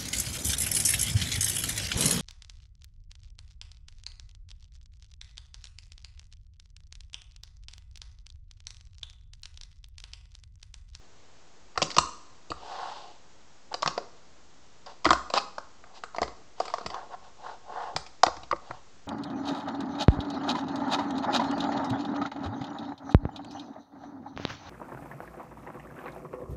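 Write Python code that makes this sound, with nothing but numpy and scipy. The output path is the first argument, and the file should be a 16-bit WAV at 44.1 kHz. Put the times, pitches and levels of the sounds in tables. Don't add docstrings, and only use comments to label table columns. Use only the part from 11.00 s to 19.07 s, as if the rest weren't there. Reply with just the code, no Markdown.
import sys
import numpy as np
from scipy import signal
from scipy.fft import rfft, irfft
from scipy.io import wavfile
from scipy.ndimage import uniform_filter1d

SR = 44100
rng = np.random.default_rng(int(sys.argv[2]) if len(sys.argv) > 2 else 0)


def master_out(mix):
    frames = np.transpose(np.atleast_2d(mix))
    ceiling = np.clip(frames, -1, 1)
    pcm = np.round(ceiling * 32767).astype(np.int16)
    wavfile.write(sys.argv[1], SR, pcm)


N = 355887

# start in seconds, knock peak in dB, axle tick level in dB
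# (strongest short-term rms), knock centre in Hz.
CONTACTS = [(0.756, -35, -56, 1100), (0.775, -14.5, -27.5, 926.6), (0.818, -15, -22, 800),
            (0.825, -16, -18.5, 700), (0.902, -34, -35, 1250), (0.913, -38, -34.5, 800),
            (0.944, -38, -40, 1800), (0.965, -18.5, -25, 785), (0.983, -5.5, -15.5, 1100),
            (1.502, -31, -37.5, 500), (1.516, -21, -41, 1190), (2.74, -22.5, -29, 764),
            (2.822, -26, -29.5, 650), (2.828, -14, -31, 1134), (2.86, -10.5, -30, 1310),
            (2.875, -16, -22.5, 1070), (2.977, -16.5, -35, 1000), (3.861, -46, -45.5, 970),
            (4.045, -24.5, -29, 1420), (4.053, -8, -22.5, 1250), (4.063, -8, -37, 1270),
            (4.089, -15, -34.5, 700), (4.105, -5, -19.5, 1120), (4.112, -9.5, -37, 1120),
            (4.13, -8.5, -26, 1070), (4.3, -26, -38.5, 740), (4.337, -14, -25, 960),
            (4.375, -11, -23, 1380), (4.38, -18.5, -23, 760), (4.581, -22.5, -42, 780),
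            (4.838, -38.5, -63, 1200), (5.036, -25, -41, 757), (5.145, -26, -52, 815),
            (5.162, -31, -43, 720), (5.183, -15.5, -39, 1160), (5.216, -14.5, -32, 700),
            (5.229, -16.5, -33, 1150), (5.277, -36, -46, 1210), (5.6, -13, -35.5, 765),
            (5.615, -31.5, -52, 765), (5.653, -30.5, -42.5, 1010), (5.679, -31, -39.5, 1210),
            (5.699, -32.5, -49, 1220), (5.738, -15, -36, 1170), (5.782, -23.5, -44, 1180),
            (5.81, -29.5, -51, 759), (5.861, -25.5, -31.5, 1210), (5.901, -29.5, -41, 1200),
            (5.942, -23.5, -43, 1120), (6.962, -17.5, -24.5, 1024), (7.063, -42, -45.5, 579),
            (7.233, -2, -16.5, 900), (7.264, -15, -26, 1170), (7.28, -18.5, -49.5, 657),
            (7.366, -33, -46.5, 1100), (7.432, -42.5, -45, 977), (7.512, -12.5, -36.5, 1800),
            (7.526, -13, -52, 900), (7.56, -38.5, -53, 1700), (7.708, -23, -49.5, 1870)]
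# start in seconds, fastest moment in seconds, stop in seconds
# (a stop ahead of the fastest moment cuts the push off), level of the low drumming at full speed in dB,
# axle scrape relative to it in dB.
PUSHES = [(1.49, 1.803, 2.24, -42.5, -11.5), (2.705, 2.737, 2.73, -34.5, -18),
          (4.04, 4.077, 4.09, -33, -13), (4.329, 4.368, 4.385, -27.5, -9.5), (3.859, 3.865, 3.97, -48, -12),
          (4.82, 4.882, 5.1, -61, -24), (4.93, 4.976, 5, -60, 2), (5.55, 5.616, 6.03, -53.5, -8),
          (5.87, 5.958, 6.11, -42, -19.5), (6.076, 6.145, 6.16, -42, -17.5),
          (6.196, 6.262, 6.33, -54.5, -13), (6.361, 6.49, 6.59, -43, -15.5),
          (6.607, 6.833, 6.99, -37.5, -19), (7.549, 7.721, 7.85, -52.5, -13)]
# start in seconds, peak in dB, centre in Hz.
THUMPS = [(0.776, -36, 84), (0.822, -29.5, 161), (0.972, -27, 178), (1.502, -34, 281), (2.856, -31.5, 163),
          (4.062, -19.5, 318), (4.11, -23.5, 346), (5.217, -29.5, 370), (5.853, -35.5, 220),
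          (6.952, -32.5, 147), (7.267, -25, 335), (7.371, -45, 52.34), (7.429, -43.5, 56.5),
          (7.528, -27, 350), (7.701, -38, 112)]
# pitch in Hz, relative level in dB.
DECK_MODES = [(300, -14.5), (490, -8), (590, -7), (725, -1.5), (940, -4), (1080, -1), (1220, -1),
              (1380, -6), (1550, -10.5), (1850, -7.5), (2060, -2.5)]
# pitch in Hz, relative level in dB.
AXLE_MODES = [(2520, -3.5), (3000, -3.5), (3750, -2), (4200, 0.5), (4600, 6), (5050, 2.5), (5700, -3.5),
              (6350, -18.5), (7000, -6.5), (7700, -44)]
# pitch in Hz, relative level in dB.
TABLETOP_MODES = [(60, 6.5), (78, 0.5), (120, -3), (155, -1), (200, -7.5), (295, -4.5), (340, 1)]
# frequency in Hz, level in dB.
ROOM_COLOUR = [(300, -2), (700, -15), (1100, -8), (2000, -13), (3200, -14.5), (4600, -10), (5700, -12.5),
               (7000, -5.5)]
# frequency in Hz, relative density in dB per Hz.
HISS_COLOUR = [(24, -28.5), (40, 0), (119, -4.5), (186, -6), (339, -7.5), (371, -7), (846, -9), (2460, -17),
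               (7020, -17), (8200, -26.5), (10700, -58.5), (18000, -120)]
# time in seconds, send level in dB.
WALL_SEND = [(7.0, -4.5), (7.199, -7.5), (7.5, -12.5)]

HISS_RMS_DB = -58.5
ROOM_T60_S, ECHO_BUILD_S = 0.31, 0.005
LATE_T60_S, LATE_DB = 0.96, -15.5
KNOCK_CYCLES, TICK_CYCLES, THUMP_CYCLES = 20.8, 15, 24.5
SCATTER_DB = 1.5
CHATTER_MS = 2.005
SHORTER_DB_PER_DB = 0.15
BUMP_DB = 2.5
SPEED_POWER = 1.67
SLOW_HZ, FAST_HZ = 723, 1250
SMALL_HZ = 223
BAND_HZ, TOP_HZ = 8150, 10800
CLIP, OFFSET = 0.72, -0.0039


def undb(db):
    return 10 ** (np.asarray(db) / 20)


def unit(x):
    return x / np.sqrt(np.mean(x ** 2))


def add(out, at, sound, db, size):
    piece = sound[:len(out) - at]
    loudest = np.sqrt(np.max(uniform_filter1d(sound ** 2, size=size)))
    out[at:at + len(piece)] += piece * undb(db) / loudest


def grit(size, spiky_db):
    grain = np.minimum(rng.exponential(size=size), 4.5)
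    return rng.standard_normal(size) * undb(spiky_db * grain)


def ring(modes, cycles, scatter_db, centre_hz=None, octaves=1., far_db=37.0, size=4096):
    hz, db = np.transpose(modes)[:, :, None]
    gain, detune, sign = rng.standard_normal((3, len(modes), 1))
    if centre_hz:
        distance = np.log2(hz / centre_hz) / octaves
        db = db - np.minimum(6 * distance ** 2, far_db)
    turns = hz * (1 + 0.014 * detune) * np.arange(size) / SR
    tone = np.sin(2 * np.pi * turns) * np.exp(-np.log(1000) * turns / cycles)
    return np.sum(np.sign(sign) * undb(db + scatter_db * gain) * tone, axis=0)


def hiss():
    hz, db = np.transpose(HISS_COLOUR)
    f = np.maximum(np.arange(N // 2 + 1) * SR / N, 1)
    colour = undb(np.interp(np.log(f), np.log(hz), db))
    noise = irfft(rfft(rng.standard_normal(N)) * colour, N)
    return undb(HISS_RMS_DB) * unit(noise)


def room(dry):
    hz, db = np.transpose(ROOM_COLOUR)
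    t = np.arange(SR) / SR
    tail = 0
    for f in 200 * 2 ** np.arange(0, 5.5, 1 / 3):
        edges = [f * 2 ** (-1 / 6), f * 2 ** (1 / 6)]
        sos = signal.butter(2, edges, "band", fs=SR, output="sos")
        band = signal.sosfilt(sos, rng.standard_normal(len(t)))
        tail = tail + undb(np.interp(np.log(f), np.log(hz), db)) * band
    decay = undb(-60 * t / ROOM_T60_S) + undb(LATE_DB - 60 * t / LATE_T60_S)
    build_up = 1 - np.exp(-t / ECHO_BUILD_S)
    tail = tail * decay * build_up / np.sqrt(SR / 100)
    return signal.fftconvolve(dry, tail)[:N]


def thumps():
    out = np.zeros(N)
    push = np.diff(np.hanning(128))
    for s, db, hz in THUMPS:
        modes = ring(TABLETOP_MODES, THUMP_CYCLES, 2.5, hz, 0.33, far_db=10.5, size=16384)
        add(out, int(s * SR), signal.fftconvolve(push, modes), db, size=1)
    return out


def rolling():
    def drum(drive, modes, cycles, hz, octaves):
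        return unit(signal.fftconvolve(drive, ring(modes, cycles, 0, hz, octaves))[:N])

    t = np.arange(N) / SR
    smooth = uniform_filter1d(rng.standard_normal((2, N)), size=300)
    bumps = unit(uniform_filter1d(smooth, size=300))
    road = undb(BUMP_DB * bumps[0]) * grit(N, 3.2)
    low = drum(road, DECK_MODES, 24., SLOW_HZ, 0.57)
    high = drum(road, DECK_MODES, 24., FAST_HZ, 0.57)
    sand = undb(0.42 * bumps[1]) * grit(N, 4.3)
    dull = drum(sand, AXLE_MODES, 8.3, 2700., 0.55)
    bright = drum(sand, AXLE_MODES, 8.3, 4600., 0.55)
    out = np.zeros(N)
    for start, fastest, stop, db, scrape_db in PUSHES:
        speed = np.sin(np.pi / 2 * np.interp(t, [start, fastest, stop], [0, 1, 0]))
        scrape = dull + np.clip((scrape_db + 18) / 8, 0, 1.5) * bright
        wheels = low + 0.79 * speed ** 2 * high
        out += speed ** SPEED_POWER * undb(db) * (wheels + undb(scrape_db) * scrape)
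    return out


def contacts():
    out = np.zeros(N)
    t_ms = np.arange(2048) * 1000 / SR
    for s, knock_db, tick_db, hz in CONTACTS:
        age = t_ms / CHATTER_MS * undb(SHORTER_DB_PER_DB * knock_db)
        push = grit(len(age), 3.25) * (1 - np.exp(-age / 0.24))
        push[np.searchsorted(age, 0.6)] += undb(21.5)
        soft = uniform_filter1d(push * np.exp(-age), size=8)
        knock = signal.fftconvolve(soft, ring(DECK_MODES, KNOCK_CYCLES, SCATTER_DB, hz, 0.9))
        add(out, int(s * SR), knock, knock_db, size=1)
        sharp = push * np.exp(-age / 1.68)
        tick = signal.fftconvolve(sharp, ring(AXLE_MODES, TICK_CYCLES, SCATTER_DB))
        add(out, int(s * SR), tick, tick_db, size=256)
    return out


def scene():
    high_pass = signal.butter(2, SMALL_HZ, "high", fs=SR, output="sos")
    board = signal.sosfilt(high_pass, contacts() + rolling())
    send = undb(np.interp(np.arange(N) / SR, *np.transpose(WALL_SEND)))
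    return (board + room(send * board) + thumps() + hiss())[None]


def record(dry):
    first_cut = signal.ellip(8, .2, 46, BAND_HZ, fs=SR, output="sos")
    flat = np.clip(signal.sosfilt(first_cut, dry), -CLIP, CLIP) + OFFSET
    top_cut = signal.ellip(8, .01, 70, TOP_HZ, fs=SR, output="sos")
    return signal.sosfilt(top_cut, flat)


dry = scene()
out = record(dry)
master_out(out)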